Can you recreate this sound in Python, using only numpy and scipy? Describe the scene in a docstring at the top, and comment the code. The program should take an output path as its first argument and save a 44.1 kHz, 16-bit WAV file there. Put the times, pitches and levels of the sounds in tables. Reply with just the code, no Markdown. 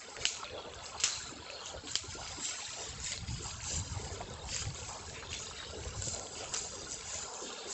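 """A stick through dry brush

In a forest, some metres from the microphone, someone sweeps a long stick through dry brush and leaf litter.
Each push swells a hiss of leaves and a rattle of stems, both made from patchy noise and tiny rings.
Twigs snap as struck modes with a scattered tail, single leaves tick, and a scraped hollow stem sings.
Under it lie dull, patchy scuffs of filtered noise and low puffs of light wind on the microphone."""
import sys
import numpy as np
from scipy import signal
from scipy.fft import rfft, irfft, next_fast_len
from scipy.io import wavfile

SR = 44100
rng = np.random.default_rng(int(sys.argv[2]) if len(sys.argv) > 2 else 0)


def to_wav(s):
    """Save 16-bit WAV."""
    ch = np.atleast_2d(s).T  # columns
    pcm = np.round(np.clip(ch, -1, 1) * 32767)  # PCM
    wavfile.write(sys.argv[1], SR, pcm.astype(np.int16))


N = 340874
TIME = np.arange(N) / SR  # s

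# Pushes of the stick through the brush, from full sweeps to light nudges.
# Each row: time of the height in seconds, leaves in dB, stems in dB (both before trims), length in seconds.
SWEEPS = [(0.229, -46.5, -44, 0.039), (0.746, -57, -70, 0.026), (0.873, -49, -54, 0.055),
          (1.113, -45, -54, 0.15), (1.674, -47, -53, 0.049), (1.914, -46, -48, 0.069),
          (2.124, -47, -49, 0.052), (2.268, -46, -50.5, 0.093), (2.466, -38.5, -45.5, 0.068),
          (2.66, -50.5, -52, 0.23), (2.84, -43.5, -50, 0.069), (3.077, -38.5, -46, 0.08),
          (3.115, -49, -44, 0.039), (3.32, -47, -57, 0.075), (3.455, -45.5, -50.5, 0.11),
          (3.676, -41, -52.5, 0.051), (3.736, -36.5, -46, 0.055), (3.87, -49.5, -72, 0.095),
          (4.032, -46, -55.5, 0.13), (4.19, -75, -52.5, 0.086), (4.549, -38.5, -43.5, 0.081),
          (4.796, -50.5, -54, 0.1), (4.883, -46.5, -56, 0.045), (5.337, -48.5, -45.5, 0.046),
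          (5.436, -46, -52, 0.088), (5.586, -55, -47.5, 0.086), (5.87, -53, -50.5, 0.092),
          (5.976, -45, -70, 0.032), (6.067, -37.5, -55, 0.064), (6.166, -52, -52, 0.053),
          (6.38, -45.5, -48.5, 0.039), (6.569, -38.5, -52, 0.058), (6.733, -47.5, -57.5, 0.25),
          (6.918, -40, -64, 0.043), (7.01, -71, -50, 0.052), (7.142, -40.5, -48, 0.11),
          (7.406, -46.5, -64, 0.16), (7.563, -64, -51, 0.22), (7.725, -40.5, -52, 0.06)]
# The litter keeps stirring between pushes. Each row: time in seconds, leaves in dB, stems in dB, before trims.
STIRRING = [(0, -51, -55.5), (.2, -57, -54.5), (.4, -58.5, -52), (.7, -62.5, -53), (1, -63, -53),
            (1.5, -58, -50.5), (2.02, -61, -55), (2.5, -44.5, -48), (3.25, -57, -52), (4.35, -56, -54),
            (5.1, -49.5, -52.5), (5.25, -60, -52), (6.3, -46.5, -54), (7.73, -58, -55)]
# Spectrum of the leaf hiss. Each row: frequency in Hz, relative level in dB per Hz.
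LEAF_SPECTRUM = [(2400, -27.5), (4000, -16.5), (4500, -11), (4930, -5), (5450, -10), (5800, -7),
                 (6300, -4.5), (7000, -2.5), (7250, 0.5), (7600, -0.5), (8400, -1.5), (11000, -68)]
# Spectrum of the thin stems. Each row: frequency in Hz, relative level in dB per Hz.
STEM_SPECTRUM = [(900, -55), (1450, 2), (1900, -6), (2250, -2.5), (2450, -2), (2850, 3), (3100, 2.5),
                 (3330, 2.5), (3650, 2.5), (4130, 4.5), (4500, -0.5), (4850, 3), (5400, 1), (6800, -30.5),
                 (11000, -95)]
# Spectrum of the thicker stems. Each row: frequency in Hz, relative level in dB per Hz.
THICK_STEM_SPECTRUM = [(1100, -30.5), (1600, -2.5), (2000, 1), (2450, 1.5), (3000, -2.5), (4500, -48)]

# A short, faint click in the first row, then snapping twigs, all made alike.
# Each row: start in seconds, peak of the break in dB, middle and top mode in dB added to
# the twig's own, scattered tail in dB, lowest mode in Hz before a small random detuning,
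# crunch as a factor on durations (1 = clean break, more = drawn out).
CLICK_AND_SNAPS = [(.167, -26.5, -14, -14, -62, 2700, 1), (0.254, -8, -14.5, -19, -31.5, 2900, 1.47),
                   (0.2675, -17.5, -12, -14, -38, 3100, 1.5), (1, -25, -2, -19, -39, 3200, 2),
                   (1.0374, -9, -19, -9, -25, 2880, 1.5), (1.501, -29, -23, -26, -54, 2670, 1.9),
                   (1.955, -6.5, -4.5, -16.5, -33, 3070, 1.8), (3.1203, -18, -6, -2, -48, 3500, 1.2),
                   (3.641, -24.5, -9, -3, -47, 2720, 1.6), (4.562, -27, 1, 12, -47, 2600, 1.4),
                   (5.3304, -24, -14, -20, -49, 2820, 1.7), (6.0222, -21.5, -6, 20, -57, 2950, 2.4),
                   (6.0838, -23, -3, 14, -51, 2900, 3), (6.539, -16.5, 0, 5, -39.5, 2950, 1.6),
                   (6.5648, -18, 18, 12, -55, 3400, 1.4), (6.9112, -23.5, 2, 22, -60, 2950, 1.9)]
# What a breaking twig rings with, lowest mode first.
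# Each row: nominal frequency in Hz, relative level in dB, T60 in seconds of a clean break.
TWIG_MODES = [(2940, -8.5, 0.0049), (4920, -2, 0.0037), (7550, 6, 0.0024)]
# Spectrum of a snap scattered by the thicket. Each row: frequency in Hz, relative level in dB per Hz.
TAIL_SPECTRUM = [(410, -49), (700, -34.5), (1020, -26), (1190, -19), (1360, -17.5), (1820, -18.5),
                 (2220, -6), (3620, -6), (4140, -1), (4890, -5.5), (7260, 0), (7730, -1.5), (8400, 0.5),
                 (10900, -53.5), (18500, -120)]
# Single dry leaves cracking. Each row: start in seconds, peak of the ring in dB, pitch in Hz.
LEAF_TICKS = [(0.2625, -24, 4100), (.351, -30, 4240), (.369, -30, 2830), (0.4443, -29, 3900),
              (.452, -35, 2400), (0.477, -33, 2560), (.498, -34, 3370), (0.737, -34, 3400),
              (0.7454, -38, 6340), (.7907, -37, 3900), (.8574, -32, 4200), (0.863, -29.5, 5240),
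              (1.0088, -38, 4300), (1.078, -16, 6460), (1.1186, -29, 7100), (1.336, -43, 4100),
              (1.4657, -35, 2370), (1.5125, -36, 4300), (1.6597, -28, 6240), (1.668, -34, 3400),
              (1.873, -30, 3340), (1.8847, -33, 3140), (2.2307, -34, 2900), (2.265, -33, 2300),
              (2.276, -33.5, 3000), (2.606, -33, 2370), (2.622, -35, 2800), (2.652, -30, 4100),
              (2.8635, -38, 7200), (2.8893, -28, 7500), (3.0026, -29, 6800), (3.0455, -30, 4440),
              (3.134, -27, 3730), (3.14, -36, 2520), (3.1773, -25.5, 4140), (3.2829, -36, 2500),
              (3.288, -31, 4700), (3.5125, -31, 3970), (3.605, -36, 2180), (3.6323, -31, 6500),
              (3.7208, -30, 7400), (3.8004, -33, 3900), (3.9774, -39, 4100), (4.1844, -42, 3100),
              (4.2128, -34, 2200), (4.3009, -36, 6430), (4.3376, -33, 7600), (4.4552, -35, 7400),
              (4.4907, -33, 2710), (4.5464, -21, 6300), (4.5643, -18.5, 7600), (4.622, -33, 2300),
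              (4.6547, -32, 2200), (4.7037, -34, 4430), (4.747, -32, 6640), (4.7711, -36, 7400),
              (4.8842, -39, 4770), (4.957, -37, 4840), (5.0976, -35, 4100), (5.1977, -33.5, 2390),
              (5.2312, -36, 1600), (5.2724, -39, 3500), (5.3184, -32, 4800), (5.3416, -26, 3500),
              (5.3907, -30, 6700), (5.4342, -40, 3800), (5.5796, -38, 4000), (5.6174, -40, 4200),
              (5.649, -32.5, 4270), (5.709, -37, 4700), (5.8368, -36, 2700), (6.04, -29, 7350),
              (6.137, -31, 7300), (6.1472, -27, 7100), (6.1627, -34, 3560), (6.1962, -27, 6600),
              (6.2703, -36, 3340), (6.4439, -32, 2770), (6.547, -21, 6000), (6.5737, -21, 6100),
              (6.5955, -34, 4100), (6.8477, -35, 4260), (6.919, -27, 7100), (6.9274, -40, 4300),
              (6.9438, -29, 7260), (7.0105, -31, 4800), (7.1435, -26, 6300), (7.2323, -41, 4200),
              (7.2852, -40, 5050), (7.3387, -30, 7400), (7.5038, -34, 3030), (7.5296, -34, 3700),
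              (7.5891, -39, 4260), (7.713, -31, 6800)]

# The stick scrapes along one hollow stem. Each row: time of the height in seconds, level in dB,
# length in seconds, frequency in Hz that sings most where the stick touches.
CANE_SCRAPES = [(0.47, -57, 0.086, 2510), (0.596, -53, 0.024, 3300), (0.77, -55, 0.047, 3460),
                (0.983, -44.5, .008, 4130), (1.15, -46, 0.074, 4090), (1.56, -53.5, 0.093, 4300),
                (5.357, -49, 0.029, 3450), (7.08, -58, 0.1, 2840), (7.55, -52, 0.15, 3660)]
# Modes of that stem. Each row: frequency in Hz, width in Hz, relative level in dB.
CANE_MODES = [(2790, 130, -7), (3330, 170, -9), (4150, 170, 0)]

# Scuffs and scrapes on the ground.
# Each row: start in seconds, level in dB before trim and length weighting, centre in Hz, length in seconds.
SCUFFS = [(.005, -52.5, 2030, 0.052), (0.163, -46, 1720, 0.017), (0.17, -47, 490, 0.04),
          (0.429, -37, 1070, 0.0088), (0.515, -43.5, 554, 0.081), (.57, -46.5, 530, 0.032),
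          (0.571, -49, 1010, 0.043), (0.633, -47.5, 527, 0.082), (0.805, -54.5, 810, 0.058),
          (0.941, -43.5, 910, 0.033), (1.033, -42, 1400, 0.091), (1.298, -50.5, 310, 0.099),
          (1.52, -49.5, 526, 0.061), (1.586, -52, 1100, 0.097), (1.739, -42, 537, 0.03),
          (1.83, -50.5, 290, 0.069), (2.037, -47.5, 360, 0.026), (2.145, -46.5, 393, 0.029),
          (2.175, -46.5, 820, 0.066), (2.358, -50.5, 302, 0.1), (2.578, -49, 990, 0.029),
          (2.765, -48.5, 720, 0.078), (3.393, -48.5, 400, 0.053), (3.44, -49.5, 1010, 0.073),
          (3.602, -54, 2280, 0.054), (3.699, -50, 440, 0.077), (3.729, -55, 970, 0.12),
          (3.938, -49.5, 804, 0.098), (3.99, -49, 448, 0.044), (4.2045, -39, 740, 0.019),
          (4.31, -55, 474, 0.044), (4.431, -49, 815, 0.071), (4.782, -48, 480, 0.016),
          (4.878, -47, 940, 0.12), (5.019, -53, 930, 0.05), (5.139, -49.5, 2300, 0.076),
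          (5.223, -46, 1390, 0.018), (5.51, -46, 1250, 0.016), (5.582, -51, 1790, 0.035),
          (5.627, -44.5, 1410, .012), (5.724, -46.5, 416, 0.12), (6.072, -42.5, 466, 0.011),
          (6.12, -49, 660, 0.16), (6.404, -44.5, 670, 0.049), (6.403, -51, 2900, 0.088),
          (6.517, -47, 1400, 0.065), (6.763, -50.5, 400, 0.13), (7.197, -55.5, 970, 0.49),
          (7.413, -46.5, 400, 0.09), (7.653, -47.5, 504, 0.025)]
# Soft shuffling under the scuffs.
# Each row: time in seconds, dull low part in dB, hollow upper part in dB, both before trim.
SHUFFLE = [(0, -52.5, -50), (.4, -50.5, -47.5), (.68, -50.5, -49.5), (.8, -55.5, -48), (1.85, -53, -49.5),
           (2.03, -65, -52.5), (2.25, -56.5, -47), (2.6, -56.5, -49.5), (2.85, -51.5, -50),
           (3.1, -58.5, -53), (3.6, -60, -49), (3.88, -57, -51.5), (4.1, -45, -48.5), (4.65, -52, -50),
           (5.15, -47.5, -52.5), (5.45, -50.5, -49.5), (5.9, -49.5, -49.5), (6.5, -46.5, -49.5),
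           (7.1, -53, -47.5), (7.73, -47.5, -48)]
# Spectrum of the dull low part. Each row: frequency in Hz, relative level in dB per Hz.
LITTER_SPECTRUM = [(110, -40.5), (190, 6.5), (290, 2), (370, 2.5), (455, 5.5), (560, -1), (680, -11.5),
                   (850, -21.5), (1300, -61.5)]
# Spectrum of the hollow upper part. Each row: frequency in Hz, relative level in dB per Hz.
HUSK_SPECTRUM = [(350, -50.5), (560, -7), (700, -1), (830, 1), (930, 0), (1030, 2), (1170, -3), (1360, 2.5),
                 (1570, -2.5), (1710, 2.5), (1900, -26), (2150, -8.5), (2500, -33.5)]

# Strength of the breeze. Each row: time in seconds, level in dB before trim.
BREEZE = [(0, -74), (.55, -56.5), (1.1, -57.5), (1.55, -62.5), (2.25, -48.5), (2.6, -67.5), (3, -47.5),
          (3.15, -50), (3.55, -51), (3.78, -41), (4.15, -47), (4.6, -45.5), (5, -53.5), (5.68, -53),
          (5.84, -44.5), (6.02, -44), (6.35, -56), (6.75, -53.5), (7.2, -55.5), (7.55, -77), (7.73, -58)]
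# Single gusts on top. Each row: time of the height in seconds, level in dB before trim, length in seconds.
GUSTS = [(.21, -50, 0.037), (1.29, -43, 0.013), (1.77, -53, 0.031), (3.22, -42, 0.049), (3.33, -37, 0.055),
         (3.44, -42, .02), (3.98, -43, 0.02), (4.67, -40, .02), (5.985, -38.5, 0.0099), (6.07, -42, 0.013),
         (6.5, -47, 0.013)]
# Spectrum of wind on the microphone. Each row: frequency in Hz, relative level in dB per Hz.
BUFFET_SPECTRUM = [(12, -23.5), (25, -18.5), (40, -8.5), (60, -1.5), (83, 1.5), (110, -2.5), (140, -6.5),
                   (210, -16), (270, -21), (330, -23), (450, -58)]

# Band limit of the digital sound, as resampling leaves it. Each row: frequency in Hz, gain in dB.
BAND_LIMIT = [(0, 0), (7700, 0), (7970, -16), (8250, -16), (8500, -34), (8800, -90)]

# Rise and fall of a push or gust as shares of its length; shape 1 = pointed, 2 = bell.
SWELL_SHARE, SETTLE_SHARE, SWEEP_SHAPE = 0.81, 1.31, 1.92
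# A hard push, the thick stems' level in it, and the dB they gain per dB of push.
HARD_PUSH_DB, THICK_DB, THICK_GROWTH = -45.5, -53, 1.5
# A twig gives way fibre by fibre; both times are for a clean break.
CRACK_RISE_S, TEAR_S, TEAR_DB = 0.000087, 0.0008, -11.5
# Ring of a leaf tick, and its brittle edge.
TICK_T60_S, TICK_EDGE_DB, TICK_EDGE_S = .0055, -17, .0004
# The hollow stem is never quite still; its modes beside the one that sings; how long that one rings.
CANE_REST_DB, CANE_OTHERS_DB, CANE_T60_S = -80.5, -5.5, 0.032
# The recorder's gain control: listening window in samples, then threshold, share of excess and speeds.
LISTEN = 128
DUCK_ABOVE_DB, DUCK_SHARE, DUCK_ATTACK_S, RECOVER_DB_PER_S = -29.5, 0.52, 0.011, 75


def leaves():
    """Dry leaves brush each other: near ticks in a hiss of countless far ones, fluttering in bunches."""
    near = crackle(per_s=900, spread_db=2.5, low_hz=3800, high_hz=7900, t60=.005, count=24)
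    hiss = patchy_noise(patch_s=0.015, patch_hz=221, patchy_db=0.5, size=256)
    pushes = [(s, leaves_db, length) for s, leaves_db, _, length in SWEEPS]
    motion = swells(pushes, level(STIRRING, axis=1)) * unsteady(wander_s=0.014, depth_db=1.5)
    brushing = bunches(thicket(hiss + gain_of(-10) * near))
    return motion * coloured(brushing, LEAF_SPECTRUM)


def stems():
    """Thin stems knock and scrape, ringing lower and longer than leaves; hard pushes bend thicker ones."""
    knocks = crackle(per_s=450, spread_db=3, low_hz=1600, high_hz=5000, t60=.035, count=30)
    clicks = crackle(per_s=260, spread_db=2.5, low_hz=2000, high_hz=5200, t60=.005, count=16)
    scrape = patchy_noise(patch_s=0.033, patch_hz=122, patchy_db=3.0, size=512)
    scattered = bunches(thicket(scrape + gain_of(-2.5) * knocks))
    rattle = evened(scattered + gain_of(-12.5) * clicks)  # brittle stems click
    pushes = [(s, stems_db, length) for s, _, stems_db, length in SWEEPS]
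    motion = swells(pushes, level(STIRRING, axis=2))
    thin = gain_of(-2.0) * motion * coloured(rattle, STEM_SPECTRUM)
    bending = gain_of(THICK_DB) * (motion / gain_of(HARD_PUSH_DB)) ** THICK_GROWTH
    other_rattle = np.roll(rattle, N // 2)  # half the scene away, so the two do not coincide
    return thin + bending * coloured(other_rattle, THICK_STEM_SPECTRUM)


def snaps():
    """A sharp break rings a twig and splinters on; shaken stems and leaves answer with a grainy tail."""
    out = np.zeros(N)
    grains = crackle(per_s=1900, spread_db=2, low_hz=1300, high_hz=8000, t60=.003, count=24)
    shaken = grains + gain_of(3) * thicket(rng.standard_normal(N))
    scatter = coloured(shaken, TAIL_SPECTRUM) * unsteady(wander_s=.003, depth_db=.6)
    t = np.arange(SR // 2) / SR
    # a quick fall over a slow one, after a short rise
    fall = gain_of(-60 * t / 0.39) + gain_of(-1.5) * gain_of(-60 * t / 0.025)
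    tail = (1 - np.exp(-t / 0.0016)) * fall
    for s, peak_db, middle_db, top_db, tail_db, low_hz, crunch in CLICK_AND_SNAPS:
        crack = gain_of(peak_db) * twig_break(middle_db, top_db, low_hz, crunch)
        add(out, s, crack)
        for delay in rng.uniform(0.00091, 0.0085, 4):  # splinters, s after the break
            add(out, s + delay, gain_of(-11.0 - 60 * delay / 0.045) * crack)
        answer = scatter[round(s * SR):][:len(t)]
        add(out, s, gain_of(tail_db) * answer * tail[:len(answer)])
    return out


def twig_break(middle_db, top_db, low_hz, crunch):
    """A twig's modes start as it gives way, with a noisy tearing of fibres; scaled to a peak of 1."""
    detune = 1 + .012 * rng.standard_normal(len(TWIG_MODES))
    shifts = detune * [low_hz / TWIG_MODES[0][0], 1, 1]
    crack = 0
    for (hz, db, t60), extra_db, shift, sign in zip(TWIG_MODES, [0, middle_db, top_db], shifts, [1, -1, 1]):
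        crack = crack + sign * gain_of(db + extra_db) * ring(hz * shift, t60 * crunch, .02)
    age = np.arange(len(crack)) / SR
    thin = signal.butter(2, 1900, "highpass", fs=SR, output="sos")  # a thin twig radiates little bass
    crack = signal.sosfilt(thin, crack) * (1 - np.exp(-age / (CRACK_RISE_S * crunch)))
    tear = rng.standard_normal(len(age)) * np.exp(-age / (TEAR_S * crunch))
    crack = crack / abs(crack).max() + gain_of(TEAR_DB) * tear
    return crack / abs(crack).max()


def ticks():
    """Leaves crack at their own pitch: a brittle edge, a weak lower ring, a faint answer from the litter."""
    out = np.zeros(N)
    t = np.arange(int(.04 * SR)) / SR
    for s, db, hz in LEAF_TICKS:
        edge, noise = rng.standard_normal((2, len(t)))
        tick = ring(hz, TICK_T60_S, .02) + gain_of(-22) * ring(0.52 * hz, TICK_T60_S, .02)
        brittle = (edge * np.exp(-t / TICK_EDGE_S))[:len(tick)]
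        tick = tick / abs(tick).max() + gain_of(TICK_EDGE_DB) * brittle
        add(out, s, gain_of(db) * tick)
        answer = signal.fftconvolve(tick, noise * gain_of(-60 * t / 0.078))
        add(out, s, gain_of(db - 33) * answer)
    return out


def cane():
    """Scraping rings a hollow stem's modes unevenly; which sings most depends on where the stick touches."""
    rub = patchy_noise(patch_s=.018, patch_hz=200, patchy_db=4, size=512)
    body = 0
    for hz, width, db in CANE_MODES:
        t60 = np.log(1000) / (np.pi * width)
        body = body + gain_of(db) * evened(ring(hz, t60, .1))
    scraping = swells([row[:3] for row in CANE_SCRAPES], gain_of(CANE_REST_DB))
    out = gain_of(CANE_OTHERS_DB) * scraping * evened(signal.oaconvolve(rub, body)[:N])
    for s, db, length, hz in CANE_SCRAPES:
        singing = signal.oaconvolve(rub, ring(hz, CANE_T60_S, CANE_T60_S))[:N]
        out += swells([(s, db, length)], 0) * evened(singing)
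    return out


def scuffing():
    """Dull and hollow shuffling of noise and knocks comes and goes; band-limited noise bursts stand out."""
    noise = patchy_noise(patch_s=.018, patch_hz=55, patchy_db=2.8, size=1024)
    knocks = crackle(per_s=200, spread_db=2.8, low_hz=400, high_hz=1489, t60=.1, count=24)
    bed = noise + gain_of(-6) * knocks
    dull = level(SHUFFLE, axis=1) * coloured(bed, LITTER_SPECTRUM)
    hollow = level(SHUFFLE, axis=2) * coloured(bed, HUSK_SPECTRUM)
    out = gain_of(-5.5) * (dull + hollow)
    hz = np.fft.rfftfreq(SR // 4, 1 / SR)
    t = np.arange(SR // 4) / SR
    for s, db, centre_hz, length in SCUFFS:
        resonance = 1 / (1 + ((hz - centre_hz) / (0.25 * centre_hz)) ** 2)
        band = irfft(rfft(rng.standard_normal(len(t))) * resonance, len(t))
        # swells fast, then dies
        scuff = band * (1 - np.exp(-t / (0.093 * length))) * np.exp(-(t / length) ** 2)
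        add(out, s, gain_of(db - 2.0) * evened(scuff) * np.sqrt(length / t[-1]))
    return out


def wind():
    """Lumpy puffs of air on the microphone: low, patchy noise under a wandering breeze and gusts."""
    puffs = patchy_noise(patch_s=0.0048, patch_hz=120, patchy_db=3.3, size=1024)
    strength = swells(GUSTS, level(BREEZE)) * unsteady(wander_s=0.023, depth_db=2.0)
    return gain_of(-0.35) * strength * coloured(puffs, BUFFET_SPECTRUM)


def thicket(x):
    """Paths off ground and trunks interfere, heard as narrow peaks and dips that drift by chance."""
    return patchy(x, patch_s=.09, patch_hz=45, patchy_db=3.3, size=1024)


def bunches(x):
    """Bunches of different size take turns: broad bands come and go within hundredths of a second."""
    return patchy(x, patch_s=.016, patch_hz=420, patchy_db=1.3, size=512)


def crackle(per_s, spread_db, low_hz, high_hz, t60, count):
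    """Many small dry things tick at random, on one of count pitches; a few ticks are large. Rms 1."""
    out = np.zeros(N)
    for hz in np.linspace(low_hz, high_hz, count):
        chance, size, place = rng.random((3, 4000))
        sounding = chance < per_s * N / SR / count / len(chance)
        heights = gain_of(spread_db * np.minimum(-np.log(size), 4))
        clicks = np.bincount((place * N).astype(int), sounding * heights, N)
        out += signal.oaconvolve(clicks, ring(hz, t60, 2 * t60))[:N] * rng.choice([-1, 1])
    return evened(out)


def ring(hz, t60, length):
    """A struck mode: a sine that decays by 60 dB in t60 seconds."""
    t = np.arange(int(length * SR) + 2) / SR
    return np.sin(2 * np.pi * hz * t) * np.exp(-np.log(1000) * t / t60)


def patchy_noise(patch_s, patch_hz, patchy_db, size):
    """White noise that flickers in patches of time and frequency."""
    return patchy(rng.standard_normal(N), patch_s, patch_hz, patchy_db, size)


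def patchy(x, patch_s, patch_hz, patchy_db, size):
    """Lets a sound's level wander in patches of time and frequency, at an rms of 1."""
    hop = size // 4
    z = signal.stft(x, nperseg=size, noverlap=size - hop)[2]
    field = rng.standard_normal(z.shape)
    # smooth the random field over frequency bins, then over frames
    for axis, width in enumerate([patch_hz * size / SR, patch_s * SR / hop]):
        bell = np.exp(-.5 * (np.arange(-64, 65) / width) ** 2)
        field = signal.fftconvolve(field, np.expand_dims(bell, 1 - axis), "same", axes=axis)
    z = z * gain_of(patchy_db * np.minimum(evened(field), 2))
    return evened(signal.istft(z, nperseg=size, noverlap=size - hop)[1][:N])


def swells(rows, rest):
    """Pushes or gusts (s, dB, length s) build and settle; they add in power to a resting level."""
    power = np.zeros(N) + rest ** 2
    for s, db, length in rows:
        before = min(round(s * SR), round(4 * length * SR))  # samples ahead of the height
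        t = np.arange(-before, 5 * length * SR) / SR
        span = length * np.where(t < 0, SWELL_SHARE, SETTLE_SHARE)
        push = gain_of(db) * np.exp(-abs(t / span) ** SWEEP_SHAPE)
        add(power, s + t[0], push ** 2)
    return np.sqrt(power)


def unsteady(wander_s, depth_db):
    """A gain that wanders by chance, between random steps wander_s apart."""
    steps = np.clip(rng.standard_normal(2000), -2, 2)
    return gain_of(depth_db * np.interp(TIME / wander_s, np.arange(len(steps)), steps))


def coloured(x, points):
    """Filters a sound by a curve of dB over log frequency, at an rms of 1."""
    size = next_fast_len(len(x))
    hz, db = np.transpose(points)
    shape = np.interp(np.log(np.fft.rfftfreq(size, 1 / SR) + 1), np.log(hz + 1), db)
    return evened(irfft(rfft(x, size) * gain_of(shape), size)[:len(x)])


def level(rows, axis=1):
    """One dB column of a curve as a gain for every sample."""
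    rows = np.asarray(rows)
    return gain_of(np.interp(TIME, rows[:, 0], rows[:, axis]))


def gain_of(db):
    """Decibels to amplitude."""
    return 10 ** (np.asarray(db) / 20)


def evened(x):
    """Scales to an rms of 1."""
    return x / np.sqrt(np.mean(x ** 2) + 1e-20)


def add(mix, s, sound):
    """Mixes a sound in, in place, at a time in seconds."""
    part = mix[max(round(s * SR), 0):][:len(sound)]
    part += sound[:len(part)]


def scene():
    """All sources at one microphone, from the brush to the wind."""
    brush = leaves() + stems()
    breaks = snaps() + ticks()
    return (brush + breaks + cane() + scuffing() + wind())[None]


def record(dry):
    """Gain control ducks briefly after loud snaps; then resampling cuts the top near 8 kHz."""
    power = signal.lfilter(np.ones(LISTEN) / LISTEN, 1, dry[0] ** 2)
    power_db = 10 * np.log10(power + 1e-12)
    # hold each peak, letting it fall at a steady rate
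    recovery = RECOVER_DB_PER_S * TIME
    held_db = np.maximum.accumulate(power_db + recovery) - recovery
    over_db = np.maximum(held_db - DUCK_ABOVE_DB, 0)
    lag = np.exp(-1 / (DUCK_ATTACK_S * SR))
    duck_db = DUCK_SHARE * signal.lfilter([1 - lag], [1, -lag], over_db)
    ducked = dry / gain_of(duck_db)
    hz, db = np.transpose(BAND_LIMIT)
    # a steep low-pass stands for the resampling
    taps = signal.firwin2(401, [*hz, SR / 2], [*gain_of(db), 0], window=("kaiser", 7), fs=SR)
    return signal.oaconvolve(ducked, taps[None], "same")


dry = scene()
out = record(dry)
to_wav(out)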